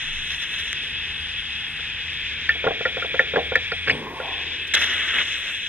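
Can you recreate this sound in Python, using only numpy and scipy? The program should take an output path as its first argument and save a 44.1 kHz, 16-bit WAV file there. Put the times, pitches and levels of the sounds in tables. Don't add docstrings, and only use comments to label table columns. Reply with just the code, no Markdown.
import sys
import numpy as np
from scipy import signal
from scipy.fft import rfft, irfft, next_fast_len
from scipy.io import wavfile
from scipy.ndimage import uniform_filter1d

SR = 44100
rng = np.random.default_rng(int(sys.argv[2]) if len(sys.argv) > 2 else 0)


def log_audio(samples):
    frames = np.atleast_2d(samples).T
    limited = np.clip(frames, -1, 1)
    pcm = np.round(limited * 32767).astype(np.int16)
    wavfile.write(sys.argv[1], SR, pcm)


N = 250488
T = np.arange(N) / SR
SIZE = next_fast_len(N + SR)
HZ = np.maximum(np.arange(SIZE // 2 + 1) * SR / SIZE, 1)


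def from_db(db):
    return 10 ** (np.asarray(db) / 20)


def rms_one(x):
    return x / np.sqrt(np.mean(x ** 2) + 1e-20)


def in_time(rows):
    s, *columns = np.transpose(rows)
    return [np.interp(T, s, c) for c in columns]


def column(rows, index):
    return np.interp(np.log(HZ), np.log(np.array(rows)[:, 0]), np.array(rows)[:, index])


def filtered(x, response):
    return irfft(rfft(x, SIZE) * response, SIZE)[..., :N]


def causal(db):
    cep = irfft(db * np.log(10) / 20, SIZE)
    cep[1:SIZE // 2] *= 2
    cep[SIZE // 2 + 1:] = 0
    return np.exp(rfft(cep))


def drift(rate_hz):
    r = np.exp(-2 * np.pi * rate_hz / SR)
    return rms_one(signal.lfilter([1], [1, -2 * r, r * r], rng.standard_normal(N + SR))[SR:])


def peak(hz, width_hz):
    r = np.exp(-np.pi * width_hz / SR)
    return (1 - r * r) / 2 * np.array([1, 0, -1]), [1, -2 * r * np.cos(2 * np.pi * hz / SR), r * r]


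def resonances(x, rows):
    out = 0
    for k, (hz, width_hz, db) in enumerate(rows):
        b, a = peak(hz, width_hz)
        out = out + (-1) ** k * from_db(db) * signal.lfilter(b, a, signal.lfilter(b, a, x))
    return out


def moving_resonance(x, centre_hz, width_hz):
    out = np.zeros_like(x)
    first, second = np.zeros((2, 2)), np.zeros((2, 2))
    for i in range(0, N, 512):
        b, a = peak(centre_hz[i], width_hz)
        once, first = signal.lfilter(b, a, x[:, i:i + 512], zi=first)
        out[:, i:i + 512], second = signal.lfilter(b, a, once, zi=second)
    return out


def band(x, low_hz, high_hz):
    return signal.sosfilt(signal.butter(3, [low_hz, high_hz], "band", fs=SR, output="sos"), x)


def rms_band(x, low_hz, high_hz):
    return np.sqrt(SR / 2 / (high_hz - low_hz)) * band(x + 1e-18, low_hz, high_hz)


# time_s, roar_level_db
BURNS = [
    [(0, -38), (.3, -47.5), (.5, -39.5), (.73, -43)],
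    [(4.7365, -29.5), (4.92, -28), (5.2, -27), (5.25, -36), (5.5, -34.5), (5.7, -55)],
]


def arc_level():
    lit = sum((T >= rows[0][0]) * (T <= rows[-1][0]) for rows in BURNS)
    gate = uniform_filter1d(lit.astype(float), size=200, mode="nearest")
    return in_time(np.concatenate(BURNS))[0], gate


SWING_S, SWING_OUT_S, SWING_BACK_S, SWING_DB = 4.113, 0.14, 0.12, -16


def swing_db():
    return SWING_DB * np.exp(-((T - SWING_S) / np.where(T < SWING_S, SWING_OUT_S, SWING_BACK_S)) ** 2)


# time_s, pitch_hz
GAP = [(0, 2586), (1.6, 2577), (2.3, 2486), (2.7, 2430), (3.74, 2410), (4.7, 2550), (4.85, 2660),
       (5.68, 2560)]
GAP_WIDTH_HZ, GAP_DB, GAP_MEAN_HZ = 500, -3.5, 2552
# pitch_hz, width_hz, level_db
CUP = [(3380, 550, 0)]
# pitch_hz, width_hz, level_db
ROAR = [(1620, 520, -1), (2160, 840, 2)]
# pitch_hz, width_hz, level_db
ARC_GROWL = [(1398, 550, 0)]
# pitch_hz, level_db
ARC_COLOUR = [(4200, 0.5), (4600, -8), (5200, -0.5), (6300, 4.5), (6900, 6), (7400, 1), (7900, 7.5),
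              (9000, -0.5), (10600, 8), (12500, 0), (14800, 3)]
# time_s, pitch_hz, level_over_sizzle_db
BRIGHT = [(0, 9100, 10), (0.7, 9000, 7), (1.6, 8850, 8), (2.1, 8500, 0), (2.5, 8900, -3), (3.5, 8850, 0),
          (3.72, 8700, 6), (4.0, 8800, 12), (4.08, 8850, -19), (4.17, 9050, 15), (4.3, 8550, -3),
          (4.7, 8450, 2), (4.8, 7850, 1), (5.68, 7900, -14)]
BRIGHT_WIDTH_HZ = 1050
GAS_DB, GAS_ROAR_DB, GAS_SIZZLE_DB = -32, -38.5, -44
SIZZLE_DB_PER_HZ = 0.0055
SWING_ROAR_SHARE, SWING_SIZZLE_SHARE = 0.26, 0.17
ARC_HISS_OVER_ROAR_DB, ARC_GROWL_OVER_ROAR_DB = -3, -8.5
ARC_SIZZLE_DB, SIZZLE_REF_ROAR_DB, SIZZLE_DB_PER_DB = -38, -32.5, 0.32
ARC_BASS_DB, BASS_REF_ROAR_DB, BASS_DB_PER_DB, BASS_FLUTTER_DB = -48.5, -28.5, 1, 1.5
GUST_DB = 0.7


def torch(jet):
    gap_hz, = in_time(GAP)
    bright_hz, bright_db = in_time(BRIGHT)
    away_db = swing_db()
    arc_db, lit = arc_level()
    gust_db = GUST_DB * drift(15)

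    gap = from_db(GAP_DB) * moving_resonance(jet, gap_hz, GAP_WIDTH_HZ)
    gas = rms_one(gap - resonances(jet, CUP))
    roar = rms_one(resonances(jet, ROAR))
    growl = from_db(ARC_GROWL_OVER_ROAR_DB) * rms_one(resonances(jet, ARC_GROWL))
    bass = rms_one(band(jet, 157, 680))
    cold = rms_one(band(jet, 3010, 22000))
    hot = rms_one(filtered(cold, causal(column(ARC_COLOUR, index=1))))

    gas_gain = np.hypot(from_db(GAS_DB + away_db), lit * from_db(arc_db + ARC_HISS_OVER_ROAR_DB))
    roar_gain = np.hypot(from_db(GAS_ROAR_DB + SWING_ROAR_SHARE * away_db), lit * from_db(arc_db))
    out = gas_gain * from_db(gust_db) * gas - roar_gain * from_db(0.45 * gust_db) * roar

    dulled = from_db(SWING_SIZZLE_SHARE * away_db) * cold
    bright = from_db(bright_db) * moving_resonance(cold, bright_hz, BRIGHT_WIDTH_HZ)
    cold_db = GAS_SIZZLE_DB + SIZZLE_DB_PER_HZ * (gap_hz - GAP_MEAN_HZ)
    hot_db = ARC_SIZZLE_DB + SIZZLE_DB_PER_DB * (arc_db - SIZZLE_REF_ROAR_DB)
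    sizzle = from_db(cold_db) * ((1 - lit) * dulled + bright) + lit * from_db(hot_db) * hot
    out += from_db(0.63 * gust_db + 1.7 * drift(9.9)) * band(sizzle, 2380, 8350)
    out += from_db(1.5 * drift(9.3)) * band(sizzle, 7300, 15000)

    bass_db = ARC_BASS_DB + BASS_DB_PER_DB * (arc_db - BASS_REF_ROAR_DB) + BASS_FLUTTER_DB * drift(22)
    out += lit * (from_db(bass_db) * bass + from_db(arc_db) * growl)
    return out + flares(gas - roar + growl, hot, bass)


# start_s, level_db, length_s, treble_over_level_db
FLARES = [(0.3, -35, 0.06, -7), (0.417, -38, 0.035, -2), (0.535, -34, 0.022, -12), (0.583, -32.5, 0.03, -6),
          (4.668, -56, 0.025, 14), (4.7368, -17, 0.025, -4.5), (4.761, -19, 0.024, -22),
          (4.77, -29, 0.022, -7), (4.788, -30.5, 0.032, -2.5), (4.811, -19.5, 0.034, -11),
          (4.84, -20, 0.011, -10), (4.843, -40, 0.04, 1), (4.89, -39, 0.06, -4), (5.138, -27, 0.039, -38),
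          (5.153, -43, 0.066, -29), (5.183, -25.5, 0.05, -41)]
FLARE_RISE_S, FLARE_FALL_S, FLARE_BASS_DB = 0.0031, 0.011, -24
SPLUTTER_DB, SPIT_DB = 1.6, 1.0


def flares(body, hot, bass):
    out = np.zeros((2, N))
    splutter = from_db(SPLUTTER_DB * drift(160))
    spitting = rms_one(from_db(SPIT_DB * drift(400)) * hot)
    for s, db, length_s, treble_db in FLARES:
        i = slice(round(s * SR), round((s + length_s) * SR))
        rise, fall = (T[i] - s) / FLARE_RISE_S, (s + length_s - T[i]) / FLARE_FALL_S
        swell = from_db(db) * splutter[i] * np.clip(np.minimum(rise, fall), 0, 1)
        mix = 0.47 * body[:, i] + from_db(treble_db) * spitting[:, i] + from_db(FLARE_BASS_DB) * bass[:, i]
        out[:, i] += swell * mix
    return out


# start_s, level_db, extra_treble_db
POPS = [(0.3152, -13, 0), (0.4198, -12, 0), (0.597, -14, 2), (4.7372, 2, -3), (4.7418, 0, -2),
        (4.7495, 0, -2), (4.7638, -2, -8), (4.769, 0, -9), (.7297, 1, 7)]
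POP_TREBLE_DB = 5.5


def pops():
    body, edge = np.zeros((2, N))
    for s, db, treble_db in POPS:
        body[round(s * SR)] = from_db(db)
        edge[round(s * SR)] = from_db(db + treble_db + POP_TREBLE_DB)
    body_gain, edge_gain = SR / 2 / 5000, SR / 2 / 12400
    return body_gain * band(body + 1e-18, 1620, 3400) + edge_gain * band(edge + 1e-18, 6200, 14000)


# start_s, rim_db, lip_db, wall_db, flange_db, panel_db, ring_share
TAPS = [(1.793, -42, -41, -25, -40, -33, 0.17), (2.4924, -6, -34, -20, -36, -41, 0.56),
        (2.548, -49, -51, -57, -35, -32, 0.37), (2.6407, -27, -44, -25, -15.5, -20.5, 0.54),
        (2.6444, -23, -22, -17, -27, -25, 0.05), (2.666, -24, -27, -14, -3.5, -7, 0.13),
        (2.671, -21, -12, -10, -25, -18, 0.21), (2.675, -34, -36, -43, -9.5, -9, 0.25),
        (2.7072, -35, -25, -29, -14, -14.5, 0.19), (2.809, -36, -31, -20, -15.5, -20.5, 0.17),
        (2.8528, -15, -24, -19, -17, -28.5, 0.53), (2.9683, -29.5, -33.5, -27, -20, -24.5, 0.35),
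        (3.0225, -26, -23, -17, -24, -32, 0.32), (3.0457, -29, -28, -26, -18.5, -19.5, 0.2),
        (3.1424, -26, -24, -24, -15, -23, 0.35), (3.1932, -3, -38, -12.5, -14.5, -23.5, 0.46),
        (3.3367, -34, -39, -27, -18.5, -20, 0.4), (3.359, -14, -6, -11, -7.5, -36, 0.26),
        (3.3693, -21, -35, -39, -7.5, -8.5, 0.25), (3.3815, -36, -38, -32, -13.5, -14, 0.36),
        (3.519, -42, -42, -21, -18, -21, 0.36), (3.555, -5, -33, -17, -19, -24, 0.4),
        (3.7179, -18, -22, -12, -23, -22, 0.27), (3.8736, -17, -9.5, -29, -21, -29, 0.21),
        (3.8808, -15, -9.5, -19, -18, -22.5, 0.22), (3.897, -8, -24.5, -20, -20.5, -19, 0.29),
        (3.9018, -25, -31, -35, -35, -35, 0), (4.1995, -38, -38, -24, -20.5, -31, 0.41)]
PAN_SPREAD_DB, MODE_SPREAD_DB = 0.8, 2
DETUNE_SHARE = 0.01
LATE_HZ, LATE_WIDTH_HZ, LATE_RADIANS = 702, 160, 1.36


def strike(modes, index, lag_s, contact_s):
    out, t = np.zeros((2, N + SR)), T[:SR // 3]
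    hz, db, t60_s = np.transpose(modes)[:, :, None]
    late = LATE_RADIANS * np.exp(-((hz - LATE_HZ) / LATE_WIDTH_HZ) ** 2)
    for tap in TAPS:
        strength, side, grip = rng.standard_normal((3, len(modes), 1))
        phase = 2 * np.pi * hz * (1 + DETUNE_SHARE * grip) * t
        decay_db = 60 * t / (t60_s * np.clip(tap[-1], .1, 1.5))
        size = from_db(tap[index] + db + MODE_SPREAD_DB * strength - decay_db) * (1 - np.exp(-t / contact_s))
        left = size * from_db(PAN_SPREAD_DB * side) * np.sin(phase - late)
        right = size * from_db(-PAN_SPREAD_DB * side) * np.sin(phase)
        rim_over_flange = tap[1] > tap[4]
        at = round((tap[0] + lag_s * rim_over_flange) * SR)
        out[:, at:at + len(t)] += [np.sum(left, axis=0), np.sum(right, axis=0)]
    return out[:, :N]


# pitch_hz, level_db, t60_s
RIM = [(1786, -2.5, 0.15), (1872, 5, 0.062), (1948, -0.5, 0.051), (2094, -0.5, 0.026), (2210, -0.5, 0.048),
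       (2160, -26, 0.059), (2580, -18.5, 0.1)]
# pitch_hz, level_db, t60_s
LIP = [(1639, 3, 0.1), (1580, -12.5, 0.056)]
# pitch_hz, level_db, t60_s
WALL = [(1117, -8, 0.029), (1310, -8, 0.052), (1403, 6, 0.1)]
# pitch_hz, level_db, t60_s
FLANGE = [(518, 1.5, 0.075), (515.5, 1, 0.13), (580, 1, 0.049), (715, -9, 0.032), (859, 5, 0.044),
          (1030, -8.5, 0.07)]
# pitch_hz, level_db, t60_s
PANEL = [(183, -7, 0.15), (281, -6, 0.16), (466, -10, 0.36), (467, -5, 0.34), (612, -13, 0.42),
         (688, -4, 0.38), (766.5, -5.5, 0.28), (801, -9, 0.21), (964, -12.5, 0.25), (1066, -14.5, 0.2)]
PANEL_LAG_S, CONTACT_S = 0.00292, 0.0035
RIM_CONTACT_S = 0.0014


def box():
    out = strike(RIM, index=1, lag_s=0, contact_s=RIM_CONTACT_S)
    out += strike(LIP, index=2, lag_s=0, contact_s=RIM_CONTACT_S)
    out += strike(WALL, index=3, lag_s=0, contact_s=CONTACT_S)
    out += strike(FLANGE, index=4, lag_s=PANEL_LAG_S, contact_s=CONTACT_S)
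    out += strike(PANEL, index=5, lag_s=PANEL_LAG_S, contact_s=CONTACT_S)
    return out


# start_s, level_db, treble_over_level_db, snap_over_level_db
CRACKS = [(2.49, -15, 0, -22), (2.857, -33, 9, -8), (3.3573, -30, 3, -8), (3.5558, -20.5, 5, 15),
          (3.718, -22, 3, 0), (3.875, -21, 5, -9), (3.8804, -18, -1, -20), (3.8951, -9, -8, -2.5),
          (3.9006, -9, -7, -10), (3.908, -17, 3.5, -22)]
CRACK_T60_S, CRACK_EDGE_T60_S, SNAP_T60_S = 0.045, 0.05, 0.011


def cracks():
    body, edge, snap = np.zeros((3, N + SR))
    t = T[:SR // 20]
    for s, db, treble_db, snap_db in CRACKS:
        grit = rng.standard_normal(len(t))
        i = slice(round(s * SR), round(s * SR) + len(t))
        body[i] += from_db(db - 60 * t / CRACK_T60_S) * grit
        edge[i] += from_db(db + treble_db - 60 * t / CRACK_EDGE_T60_S) * grit
        snap[i] += from_db(db + snap_db - 60 * t / SNAP_T60_S) * grit
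    return rms_band(body[:N], 2140, 2840) + rms_band(edge[:N], 4250, 5200) + rms_band(snap[:N], 4500, 13000)


# loudest_s, level_db, rise_db_per_s, fall_db_per_s
DRAG = [(4.117, -37.5, 37, 43), (4.25, -35, 114, 80), (3.94, -29.5, 60, 100), (4.0685, -19, 12000, 4000)]
# pitch_hz, width_hz, level_db
DRAG_HIGH = [(880, 170, -1), (1090, 120, -0.3)]
# pitch_hz, width_hz, level_db
DRAG_LOW = [(750, 260, 0)]
# pitch_hz, width_hz, level_db
DRAG_RUMBLE = [(129, 48, 7.5), (225, 120, 3.5), (324, 130, 0.5), (473, 140, 2.5)]
DRAG_START_S, RUSTLE_OVER_HIGH_DB, RUB_ROUGH_DB = 3.86, 9, 0.8


def drag():
    moving = np.clip((T - DRAG_START_S) / 0.009, 0, 1)
    high, low, rumble, catch = [from_db(db - np.where(T < s, rise * (s - T), fall * (T - s)))
                                for s, db, rise, fall in DRAG]
    rub = noise() * from_db(RUB_ROUGH_DB * drift(58))
    out = (high + catch) * rms_one(resonances(rub, DRAG_HIGH))
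    out += low * rms_one(resonances(rub, DRAG_LOW))
    out += high * from_db(RUSTLE_OVER_HIGH_DB) * rms_one(band(rub, 9800, 13500))
    out += rumble * rms_one(resonances(rub, DRAG_RUMBLE))
    return moving * out


# time_s, level_db
LOW_MID = [(0.0, -60), (0.81, -53.5), (1.49, -58.5), (3.34, -48), (3.75, -61), (4.08, -42), (4.51, -49),
           (5.68, -57)]


def low_mid():
    return from_db(in_time(LOW_MID)[0]) * rms_one(band(noise(), 256, 532))


# pitch_hz, width_hz, level_db
HUM = [(71.5, 8, 0), (81.3, 1.6, 0)]
# pitch_hz, level_db
FAN = [(153.8, -0.5), (240, -3.5)]
# pitch_hz, level_db
AIR = [(40, -32), (95, -3.5), (130, -2), (200, -10), (300, -25), (450, -47), (630, -25.5), (800, -14.5),
       (1300, -13), (1500, -10), (1950, -58), (3300, -87)]
HUM_DB, UPPER_HUM_OVER_LOWER_DB, FAN_DB, RUMBLE_DB, AIR_DB = -49.5, -4, -52.5, -52, -49.5
HUM_SWELL_S, HUM_SWELL_LENGTH_S, HUM_SWELL_DB = 4.33, 1, 10.5
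FAN_WAVER_DB, FAN_WAVER_RADIANS = 1.2, 0.83
HUSH_S, HUSH_FADE_S, HUSH_DB = 4.06, 0.79, -5
WHINE_HZ, WHINE_DB, WHINE_S = 808, -60, (1.0, 2.03)
THUMP_S, THUMP_HZ, THUMP_DB, THUMP_LENGTH_S = 0.15, 19.8, -33.5, 0.09


def shop():
    far = noise()
    swell_db = HUM_SWELL_DB * np.exp(-((T - HUM_SWELL_S) / HUM_SWELL_LENGTH_S) ** 2)
    upper_hum = from_db(UPPER_HUM_OVER_LOWER_DB + swell_db) * rms_one(resonances(far, HUM[1:]))
    steady = from_db(HUM_DB) * (rms_one(resonances(far, HUM[:1])) + upper_hum)
    for hz, db in FAN:
        level = from_db(FAN_DB + db + FAN_WAVER_DB * drift(2.3))
        steady += level * np.sin(2 * np.pi * hz * T + FAN_WAVER_RADIANS * drift(2.7))
    steady += from_db(RUMBLE_DB) * rms_one(band(far, 31.7, 62.6))
    steady += from_db(AIR_DB) * rms_one(filtered(noise(), from_db(column(AIR, index=1))))
    hush = from_db(HUSH_DB * np.clip((T - HUSH_S) / HUSH_FADE_S, 0, 1))

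    thump = np.exp(-((T - THUMP_S) / THUMP_LENGTH_S) ** 2) * np.sin(2 * np.pi * THUMP_HZ * T)
    whine_fade = np.interp(T, [WHINE_S[0] - .1, *WHINE_S, WHINE_S[1] + .1], [0, 1, 1, 0])
    whine = whine_fade * np.sin(2 * np.pi * WHINE_HZ * T + drift(6.2))
    return from_db(THUMP_DB) * thump + from_db(WHINE_DB) * whine + hush * steady


SHOP_T60_S, ECHO_DB = 0.42, -28.5


def echoes(x):
    t = T[:SR]
    tail = band(noise()[:, :SR], 120, 1360) * from_db(-60 * t / SHOP_T60_S) * (t > .008)
    return signal.fftconvolve(x, tail / np.sqrt(np.sum(tail ** 2) / 2), axes=1)[:, :N]


# pitch_hz, left_db, right_db, likeness_share
PORTS = [(150, -4, -3.5, 0.98), (790, -2, -1.5, 0.84), (1850, -1, -1, 1), (3770, -6.5, -10.5, 0.94),
         (3744, -3, 0, 1), (4430, -20, -33, 0.85), (4640, -11.5, -12, 0.53), (6590, -24, -16, 0.85),
         (7440, -29.5, -23.5, 0.42), (9580, -52.5, -26, 0.28), (10330, -47.5, -34.5, .15),
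         (11050, -57, -33.5, 0.41), (13600, -45, -34, .25), (14500, -57.5, -78.5, .1)]


def ports(*sounds):
    return filtered(np.array(sounds), np.array([causal(column(PORTS, index=1)), causal(column(PORTS, index=2))]))


def noise():
    shared, own = rfft(rng.standard_normal((2, SIZE)))
    alike = np.clip(column(PORTS, index=3), 0, 1)
    return irfft(np.sqrt(1 + alike) * shared + np.sqrt(1 - alike) * own * [[1], [-1]], SIZE)[:, :N]


def scene():
    metal = box() + drag()
    jet, contacts = ports(noise(), metal + pops() + cracks())
    return torch(jet) + contacts + from_db(ECHO_DB) * echoes(metal) + low_mid() + shop()


LEFT_LAG_S = 7.2e-5


def lagged(x, above_hz):
    late = 1 / (1 + np.exp(-np.clip((HZ - above_hz) / 40, -50, 50)))
    return filtered(x, np.exp(-2j * np.pi * HZ * LEFT_LAG_S * late))


WIDE_S, WIDE_LAG_ABOVE_HZ, LAG_ABOVE_HZ = (2.47, 4.2), 790, 3010
CUTOFF_HZ = 15600


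def record(dry):
    wide = np.clip((T - WIDE_S[0]) / 0.022, 0, 1) * np.clip((WIDE_S[1] - T) / 0.016, 0, 1)
    left = wide * lagged(dry[0], WIDE_LAG_ABOVE_HZ) + (1 - wide) * lagged(dry[0], LAG_ABOVE_HZ)
    rounded = 1.643 * np.tanh(np.array([left, dry[1]]) / 1.41)
    return signal.sosfilt(signal.ellip(10, .5, 70, CUTOFF_HZ, fs=SR, output="sos"), rounded)


dry = scene()
out = record(dry)
log_audio(out)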